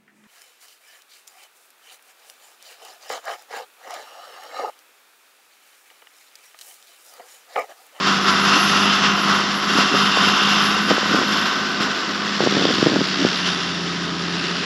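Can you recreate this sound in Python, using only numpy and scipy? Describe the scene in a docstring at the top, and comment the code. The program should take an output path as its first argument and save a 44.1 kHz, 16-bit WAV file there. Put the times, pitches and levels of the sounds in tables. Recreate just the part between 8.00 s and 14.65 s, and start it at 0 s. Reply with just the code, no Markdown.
"""A six-cylinder turbo diesel tractor drags a disc harrow through dry stubble and draws away.
At once the exhaust hums in crank-locked tones, noise bursts clatter in the block and grains hiss off the discs.
Soon resonant discs scrape, a wavering turbo tone whistles and wind pulses knock on the microphone.
The revs and gear whine climb; then heavy soil drags the revs down and the turbo's pitch follows.
Late on the knocks crowd together and something dry, perhaps a grasshopper, buzzes in noisy strokes."""
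import sys
import numpy as np
from scipy import signal
from scipy.fft import rfft, irfft, next_fast_len
from scipy.io import wavfile
from scipy.ndimage import map_coordinates

SR = 44100
rng = np.random.default_rng(int(sys.argv[2]) if len(sys.argv) > 2 else 0)


def log_audio(samples):
    """Write samples as a 16-bit WAV file to the path given in sys.argv[1]."""
    # one column per channel
    frames = np.atleast_2d(samples).T
    # limit to full scale, then quantise
    limited = np.clip(frames, -1, 1)
    pcm = np.round(limited * 32767).astype(np.int16)
    wavfile.write(sys.argv[1], SR, pcm)


N = 293251
TIME = np.arange(N) / SR  # s


def from_db(db):
    """Decibels to amplitude gain."""
    return 10 ** (np.asarray(db) / 20)


def rms_one(x):
    """Scale to unit power."""
    return x / np.sqrt(np.mean(x ** 2) + 1e-20)


def in_time(rows):
    """Each column of a timed curve, sample by sample."""
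    s, *columns = np.transpose(rows)
    return [np.interp(TIME, s, column) for column in columns]


def coloured(x, spectrum):
    """Filter a sound by (frequency, dB) points, rolling off below the first; rms 1."""
    size = next_fast_len(N)
    hz, db = np.transpose(spectrum)
    bins = np.maximum(np.arange(size // 2 + 1) * SR / size, 1)
    gain = from_db(np.interp(np.log(bins), np.log(hz), db))
    gain *= np.minimum(bins / hz[0], 1) ** 2
    return rms_one(irfft(rfft(x, size) * gain, size)[:N])


def drift(rate):
    """A smooth random curve through `rate` normal values a second."""
    knots = rng.standard_normal(N // 20)
    return map_coordinates(knots, [TIME * rate + 2], order=2, mode="wrap")


def grains(per_s, spread_db):
    """Random clicks of uneven size and either sign; rms 1."""
    sizes = from_db(spread_db * np.minimum(rng.exponential(1, N), 4))
    signs = rng.choice([-1, 1], N)
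    return rms_one(sizes * signs * (rng.random(N) < per_s / SR))


def swell(start, length, edge_s):
    """Rise, hold and fall, with soft edges."""
    to_nearest_end = np.minimum(TIME - start, start + length - TIME)
    return np.clip(.5 + to_nearest_end / edge_s, 0, 1)


def tone(hz, wander_hz, flicker_db, flicker_rate):
    """A sine whose pitch and strength tremble at random; rms 1."""
    phase = 2 * np.pi * np.cumsum(hz + wander_hz * drift(flicker_rate)) / SR
    return rms_one(np.sin(phase) * from_db(flicker_db * drift(flicker_rate)))


def gust_lift():
    """Gusts carry the rig's sound to the microphone: quick rise, hold, decay; the strongest rules. In dB."""
    # gusts: (start [s], hold [s], lift [dB])
    gust_rows = [(0.04, 0.04, 4.5), (0.249, 0.048, 4), (0.424, 0.13, 2.5), (0.648, 0.13, 1),
                 (0.8, 0.1, 1.5), (1.004, 0.066, 2.5), (1.256, 0.1, 3.5), (1.666, 0.097, 2),
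                 (1.744, 0.06, 4.5), (1.9, 0.13, 2), (2.134, .15, 2), (2.39, 0.1, 0.5), (2.872, .02, 4),
                 (3.08, 0.093, 2.5), (3.294, 0.2, 2), (3.789, 0.041, 4), (4.384, 0.13, 1),
                 (4.552, 0.052, 1), (4.77, 0.041, 2.6), (5.2, 0.041, 2), (5.43, 0.047, 3), (6.44, 0.11, 1)]
    attack_s, release_s = 0.035, 0.062
    start, hold, lift_db = np.transpose(gust_rows)[:, :, None]
    age = TIME - start
    rise = np.clip(age / attack_s, 0, 1)
    fall = np.exp(-np.maximum(age - hold, 0) / release_s)
    return np.max(lift_db * rise * fall, axis=0)


def engine_lines(cycles, lines, waver_db, stray, body=((1, 0),)):
    """Crank-locked tones slide through the body's resonances; those off the firing rate stray most in phase."""
    out, cycle_hz = 0, np.gradient(cycles) * SR
    for order, db in lines:
        loose = stray if order % 6 else stray / 4  # rad
        phase = 2 * np.pi * (order * cycles + rng.random()) + loose * drift(9.8)
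        body_db = np.interp(order * cycle_hz, *np.transpose(body))
        strength = from_db(db + body_db + waver_db * drift(17))
        out = out + np.sqrt(2) * strength * np.sin(phase)
    return out


def hum_fading(lift_db):
    """The hum swells with each gust and its level dips briefly now and then. In dB."""
    # brief level dips of the hum; negative depths lift it: (centre time [s], depth [dB])
    dip_rows = [(.02, 1), (.275, 1.5), (.585, 8), (.96, 4.5), (1.205, 7), (1.44, 2), (1.62, 6), (1.915, 14),
                (2.145, 9), (2.39, 14), (3.0, 17), (3.22, 10), (3.52, 13), (3.81, -1), (4.0, 20), (4.39, 2),
                (5.06, 0), (5.36, 2)]
    width_s, gust_share = 0.039, 0.48
    s, depth_db = np.transpose(dip_rows)[:, :, None]
    distance = np.minimum(np.abs(TIME - s) / width_s, 10)
    return gust_share * lift_db - np.sum(depth_db * np.exp(-distance ** 2), axis=0)


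def exhaust_hum(cycles, hum_db, lift_db):
    """Exhaust pulses sum to harmonics of the cycle rate, shaped by the silencer's peaks and dips."""
    # exhaust lines: (multiple of the four-stroke cycle rate [x], level before the silencer [dB])
    exhaust_lines = [(6, -18.5), (9, -13.5), (10, -15), (11, -13), (12, -0.5), (13, -14), (14, -8.5),
                     (15, -10), (16, -15.5), (17, -26), (18, -7.5), (20, -29), (24, -13.5), (26, -15),
                     (27, -16.5), (30, -14)]
    # silencer response: (frequency [Hz], gain [dB])
    silencer = [(85, 6), (108, 1.5), (130, -4), (150, 0.5), (170, 3), (205, 2.5), (222, -7), (255, -0.5),
                (300, -10), (345, 1), (405, 3), (440, -13), (500, -3)]
    lines = engine_lines(cycles, exhaust_lines, waver_db=1.5, stray=0.51, body=silencer)
    return from_db(hum_db + hum_fading(lift_db)) * lines


def combustion(cycles, repeat_share):
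    """Broad force of burning fuel: part comes back alike on every cycle, part is new."""
    cycle_length = SR // 16  # table samples per cycle
    pattern = rng.standard_normal(cycle_length)
    alike = map_coordinates(pattern, [cycles % 1 * cycle_length], order=2, mode="grid-wrap")
    return np.sqrt(repeat_share) * alike + np.sqrt(1 - repeat_share) * rng.standard_normal(N)


def clatter(cycles, decay, sustain, repeat_share, uneven_db):
    """Each firing knocks the block, every cylinder with its own strength; decay in firing intervals."""
    # mean knock of each cylinder in firing order: level [dB]
    cylinder_db = [0, 5, 3.5, 1, -25, -8]
    # clatter spectrum: (frequency [Hz], relative density [dB per Hz])
    clatter_colour = [(300, -23), (600, -15.5), (730, -6.5), (880, -9.5), (1020, -1), (1300, 0.4),
                      (1520, -4), (1720, -20), (1920, -8), (2300, -18.5), (2600, -12), (3200, -18.5),
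                      (4200, -18.5), (8000, -79)]
    firing, since = np.divmod(len(cylinder_db) * cycles, 1)
    firing = firing.astype(int)
    chance_db = uneven_db * rng.standard_normal(N // 100)[firing]
    strength = from_db(np.take(cylinder_db, firing, mode="wrap") + chance_db)
    envelope = sustain + strength * np.exp(-since / decay)
    return coloured(combustion(cycles, repeat_share) * envelope, clatter_colour)


def engine_block(cycles, clatter_db, lift_db):
    """Knocks and tones that follow the engine speed leave the block; the tones shift as the tractor turns."""
    # times of the side-on, angled and rear views: time [s]
    view_s = [1.15, 2.0, 3.4]
    # block tones: (multiple of the cycle rate [x], side-on [dB], at an angle [dB], from behind [dB])
    line_rows = [(60.4, -31, -16, -28), (61.1, -20, -13, -23), (65.9, -12.5, -14, -21),
                 (69, -20, -10.5, -14), (74.7, -13.5, -12.5, -19), (78.1, -10.5, -17, -15.5),
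                 (79.4, -18, -12, -29), (84.2, -10, -12, -17), (90, -33, -11, -24), (92.2, -20, -24, -21)]
    gust_share = 1.24
    knocking = clatter(cycles, decay=0.4, sustain=3.5, repeat_share=0.1, uneven_db=5.5)
    lines = [(order, np.interp(TIME, view_s, db)) for order, *db in line_rows]
    block_tones = engine_lines(cycles, lines, waver_db=2.5, stray=1.08)
    return from_db(clatter_db + gust_share * lift_db - 5.0) * (knocking + block_tones)


def low_rumble(cycles, clatter_db, lift_db):
    """Low combustion noise that fades only a little as the clatter falls below its loudest."""
    # rumble spectrum: (frequency [Hz], relative density [dB per Hz])
    rumble_colour = [(25, -17), (60, -18), (110, -20), (150, -10), (200, -9), (260, 0), (380, -2),
                     (440, -8), (500, -11.5), (680, -8.5), (900, -18.5), (1200, -19), (2000, -77)]
    top_db, fade_share, gust_share = -31.7, 0.056, 0.69
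    fade_db = fade_share * (clatter_db - clatter_db.max())
    noise = coloured(combustion(cycles, repeat_share=0.3), rumble_colour)
    return from_db(top_db + fade_db + gust_share * lift_db) * noise


def gear_whine(cycle_hz):
    """Meshing teeth whine at a fixed multiple of the cycle rate."""
    # gear whine: (time [s], level [dB])
    whine_level = [(0, -53), (2.6, -34), (3, -31.5), (3.7, -29.5), (4.1, -37), (4.5, -43), (6.65, -40)]
    whine = tone(88.1 * cycle_hz, wander_hz=7.1, flicker_db=-1.5, flicker_rate=54)
    return from_db(in_time(whine_level)[0]) * whine


def turbo_sound(lift_db):
    """The compressor blades whistle; a broad high hiss lies around the whistle and fades faster than it does."""
    # whistle, sinking a little after the revs do: (time [s], pitch [Hz])
    whistle_pitch = [(0, 11190), (2.6, 11215), (3.3, 11270), (4.1, 11270), (4.65, 11190), (5.1, 11120),
                     (5.5, 10970), (6, 10650), (6.65, 10300)]
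    # turbo between gusts, before its random flicker: (time [s], level [dB])
    whistle_level = [(0, -56.5), (.7, -42.5), (1.05, -53.5), (1.8, -50), (2.45, -49), (2.65, -41),
                     (2.75, -50), (3, -53.5), (3.4, -51.5), (3.8, -63), (5.5, -57.5), (6.1, -64.5),
                     (6.65, -59)]
    # high hiss: (frequency [Hz], relative density [dB per Hz])
    high_hiss_colour = [(8500, -58), (9400, 9), (10600, 4), (11500, 0.5), (12300, -1)]
    gust_share, slow_flicker_db = 1.3, 2.5
    hiss_db, hiss_fade_share = 0.5, 1  # against the whistle: level at its loudest, extra fading per dB
    hz, = in_time(whistle_pitch)
    db, = in_time(whistle_level)
    below_top_db = db - db.max()
    wander_hz = 80 * from_db(0.14 * below_top_db)  # calms as the whistle fades
    whistle = tone(hz, wander_hz, flicker_db=4.0, flicker_rate=440)
    hiss_gain = from_db(hiss_db + hiss_fade_share * below_top_db + slow_flicker_db * drift(45))
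    high_hiss = hiss_gain * coloured(rng.standard_normal(N), high_hiss_colour)
    return from_db(db + gust_share * lift_db + slow_flicker_db * drift(23)) * (whistle + high_hiss)


def discs(per_s, spread_db, surge_db):
    """Straw snaps and soil crumbles along the discs in dense, surging grains."""
    # hiss spectrum: (frequency [Hz], relative density [dB per Hz])
    hiss_colour = [(900, -19), (1500, 7), (2000, 3), (2350, -2.5), (2800, 3), (3600, 2), (4050, -2),
                   (4700, 1), (5600, -1), (6150, -11), (7400, -13), (8400, -32.5), (9600, -28.5),
                   (12000, -102)]
    return coloured(grains(per_s, spread_db) * from_db(surge_db * drift(45)), hiss_colour)


def disc_mode(hz, width_hz, per_s, bend_share):
    """One soil-damped mode struck by grit; its pitch bends as the load on the disc changes; rms 1."""
    band = signal.butter(2, width_hz / 2, fs=SR, output="sos")
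    # bring the mode down to 0 Hz, narrow it, then return it with a bending pitch
    shifted = grains(per_s, spread_db=4.0) * np.exp(-2j * np.pi * hz * TIME)
    ring = signal.sosfilt(band, shifted)
    phase = 2 * np.pi * np.cumsum(hz * (1 + bend_share * drift(6))) / SR
    return rms_one(np.real(ring * np.exp(1j * phase)))


def disc_ring(per_s, bend_share, swell_db):
    """Grit strikes the discs; each mode swells and fades as its disc bites deeper or rides up."""
    # ringing modes of the steel discs: (frequency [Hz], width [Hz], relative level [dB])
    mode_rows = [(2761, 100, 1.5), (3098, 62, -1.5), (3463, 220, -1), (3694, 99, -4), (4920, 110, -8.5),
                 (5240, 180, -3), (5950, 540, -6)]
    out = 0
    for hz, width_hz, db in mode_rows:
        level = from_db(db + swell_db * drift(6.9))
        out = out + level * disc_mode(hz, width_hz, per_s, bend_share)
    return rms_one(out)


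def scrapes(edge_share):
    """Hard ground drives one mode of one disc for a while; longer scrapes swell and fade more slowly."""
    # squealing scrapes: (start [s], length [s], frequency [Hz], width [Hz], level [dB])
    scrape_rows = [(.5, 0.69, 2860, 700, -27.5), (1.9, 0.96, 2760, 70, -36), (2.15, 0.59, 3040, 750, -27),
                   (3.32, 0.088, 3420, 250, -35), (4.552, 0.22, 3380, 400, -30),
                   (4.55, 0.62, 4660, 250, -38), (5.427, 0.074, 2960, 450, -29),
                   (6.36, 0.41, 2710, 350, -33.5)]
    out = 0
    for s, length, hz, width_hz, db in scrape_rows:
        envelope = from_db(db) * swell(s, length, edge_share * length)
        out = out + envelope * disc_mode(hz, width_hz, per_s=1500, bend_share=.008)
    return out


def disc_harrow(hiss_db, lift_db):
    """Grains hiss along the discs, grit makes them ring and hard ground makes them squeal."""
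    # disc ringing: (time [s], level against the hiss [dB])
    ring_level = [(0, -11.5), (.8, -2), (1.4, -8), (2, -3.5), (2.5, -3), (2.9, -6.5), (3.6, -6.5),
                  (4.5, -29), (5.5, -4), (6.65, -19)]
    gust_share = 1.5
    hiss = discs(per_s=12000, spread_db=2.5, surge_db=1.2)
    ringing = disc_ring(per_s=2700, bend_share=.005, swell_db=2.1)
    steady = hiss + from_db(in_time(ring_level)[0]) * ringing
    return from_db(hiss_db + gust_share * lift_db - 3.5) * steady + scrapes(edge_share=0.42)


def dry_buzz(sharpness):
    """Evenly spaced rasping noise strokes, each swelling and fading."""
    # dry buzz: (time [s], relative level [dB])
    buzz_level = [(0, -53), (3.8, -39), (4.3, -37), (4.6, -29.5), (4.95, -34.5), (5.3, -30), (5.6, -36),
                  (6, -42), (6.35, -35.5), (6.65, -38)]
    # buzz spectrum: (frequency [Hz], relative density [dB per Hz])
    buzz_colour = [(1200, 5), (2300, 2.5), (3000, 6.5), (3600, 9), (4600, 7), (5500, 2), (6200, -3),
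                   (8000, -57)]
    strokes_hz = 69.4
    stroke = np.exp(sharpness * np.cos(2 * np.pi * strokes_hz * TIME))
    rasp = coloured(rng.standard_normal(N) * stroke, buzz_colour)
    return from_db(in_time(buzz_level)[0] + 3.5) * rasp


def wind_knocks(port_hz, port_damping, fall_ratio, flutter_db, edge_s):
    """Eddies suck sharply at the port and let go slowly, it swings back; small ones flutter in buffets."""
    # wind knocks on the microphone: (time [s], peak level [dB], sharpness [Hz])
    knock_rows = [(0.577, -17, 300), (1.7539, -14, 260), (1.764, -18, 400), (1.7865, -7.5, 450),
                  (1.924, -18, 350), (1.9407, -10, 360), (1.948, -8, 700), (1.955, -14, 300),
                  (2.1731, -5.5, 850), (2.2744, -10.5, 400), (2.282, -22, 240), (2.42, -16, 420),
                  (2.767, -15.5, 450), (2.909, -3.5, 750), (2.9105, -16, 650), (2.9152, -4.5, 560),
                  (2.917, -11, 546), (2.981, -6.5, 720), (3.031, -13.5, 450), (3.1393, -10.5, 320),
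                  (3.1462, -7.5, 450), (3.173, -16, 380), (3.189, -13, 500), (3.216, -11, 380),
                  (3.806, -13, 300), (4.4057, -4, 620), (4.4242, -11, 450), (4.4386, -9, 350),
                  (4.4645, -8.5, 430), (4.4727, -3, 500), (4.51, -16, 330), (4.525, -12, 330),
                  (4.55, -16, 400), (4.5689, -7, 320), (4.5759, -11, 370), (4.594, -10, 300),
                  (4.612, -12, 330), (4.616, -13, 650), (4.623, -10, 480), (4.654, -4, 462),
                  (4.678, -20, 300), (4.689, -12, 380), (4.705, -10.5, 430), (4.709, -11.5, 430),
                  (4.741, -14, 260), (4.785, -11, 280), (4.828, -1.5, 323), (4.863, -3, 340),
                  (4.8692, -1, 410), (4.8773, -26, 220), (4.899, -15, 350), (4.921, -12, 380),
                  (4.9304, -11, 260), (4.937, -12, 500), (4.9462, -18, 240), (4.9603, -6.5, 650),
                  (4.965, -7.5, 350), (4.9902, -12, 240), (5.0084, -10, 400), (5.0157, -9, 300),
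                  (5.0213, -22, 240), (5.2082, -15, 300), (5.25, -1.5, 343), (5.2661, -11, 350)]
    # fluttering buffets around the knocks: (start [s], length [s], relative level [dB])
    buffet_rows = [(.555, 0.03, -18.5), (1.745, 0.072, -29), (1.92, 0.027, -17), (2.885, 0.061, -22),
                   (3.09, 0.16, -25), (3.797, 0.14, -33), (4.412, 0.032, -17), (4.45, 0.063, -30),
                   (4.552, 0.16, -22.5), (4.737, 0.13, -30), (4.863, 0.13, -23), (5.185, 0.068, -21)]
    # flutter spectrum: (frequency [Hz], relative density [dB per Hz])
    flutter_colour = [(70, -32), (150, -1), (270, 30), (430, 16), (600, 15), (900, -1), (2000, -91)]
    w = 2 * np.pi * port_hz
    port = signal.bilinear([1, 0, 0], [1, port_damping * w, w * w], SR)
    lead = SR // 200  # samples before the centre of the suck
    age = np.arange(-lead, 10 * lead) / SR
    skewed_age = np.where(age < 0, age * fall_ratio, age / fall_ratio)
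    out = np.zeros(N)
    for s, db, hz in knock_rows:
        suck = -np.exp(-.5 * (2 * np.pi * hz * skewed_age) ** 2)
        pulse = signal.lfilter(*port, suck)
        start = round(s * SR) - lead
        out[start:start + len(age)] += from_db(db) * pulse / np.abs(pulse).max()
    buffeting = sum(from_db(db) * swell(s, length, edge_s) for s, length, db in buffet_rows)
    eddies = coloured(grains(per_s=600, spread_db=2.5), flutter_colour)
    return out + from_db(flutter_db) * buffeting * eddies


def scene():
    """Engine, harrow and near sounds at one microphone."""
    # exhaust note, twice the firing rate, sagging as the soil gets heavy: (time [s], pitch [Hz])
    exhaust_note = [(0, 196.3), (.2, 196.2), (.8, 200.8), (1.2, 199.4), (1.5, 200.2), (1.72, 202),
                    (2.28, 199.5), (2.55, 203.2), (2.72, 203.9), (3.08, 209), (3.42, 207.6), (3.6, 207.9),
                    (3.88, 205.7), (4.08, 206.3), (4.5, 200.4), (4.68, 196.8), (4.95, 193.3), (5.2, 188),
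                    (5.45, 179.5), (5.72, 173.3), (6.27, 172.3), (6.65, 176)]
    # the rig drawing away, between gusts; relative levels:
    # (time [s], exhaust hum [dB], block clatter [dB], disc hiss [dB])
    rig_levels = [(0, -31, -21, -22), (.65, -27.5, -16.5, -19), (1.2, -28.5, -18.5, -22),
                  (1.6, -33, -21.5, -22.5), (2.1, -27, -19, -20.5), (2.6, -29, -16.5, -18),
                  (2.85, -30, -21, -22), (3.1, -28, -20, -22), (3.65, -33.5, -23, -24),
                  (4.0, -36, -24.5, -24.5), (4.65, -30.5, -25, -21.5), (5.35, -34, -28, -23),
                  (5.95, -33, -30, -25.5), (6.3, -33, -30, -25), (6.65, -35.5, -31, -24.5)]
    note_hz, = in_time(exhaust_note)
    cycle_hz = note_hz / 12  # six firings a cycle, and the note is twice that
    cycles = np.cumsum(cycle_hz) / SR
    hum_db, clatter_db, hiss_db = in_time(rig_levels)
    lift_db = gust_lift()
    hum = exhaust_hum(cycles, hum_db, lift_db)
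    block = engine_block(cycles, clatter_db, lift_db)
    rumble = low_rumble(cycles, clatter_db, lift_db)
    gears = gear_whine(cycle_hz)
    turbo = turbo_sound(lift_db)
    harrow = disc_harrow(hiss_db, lift_db)
    rasp = dry_buzz(sharpness=1.7)
    wind = wind_knocks(port_hz=240, port_damping=1.0, fall_ratio=1.28, flutter_db=-3.0, edge_s=0.045)
    return (hum + block + rumble + gears + turbo + harrow + rasp + wind)[None]


def record(dry):
    """A small microphone: the highest peaks rounded, deep bass thinned, the top cut steeply."""
    low_cut_hz, top_cut_hz, ceiling = 100, 12400, 1.0
    rounded = dry / (1 + (dry / ceiling) ** 6) ** (1 / 6)
    low_cut = signal.butter(2, low_cut_hz, "high", fs=SR, output="sos")
    top_cut = signal.ellip(10, .05, 60, top_cut_hz, fs=SR, output="sos")
    thin = signal.sosfilt(low_cut, rounded)
    return signal.sosfiltfilt(top_cut, thin)


dry = scene()
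out = record(dry)
log_audio(out)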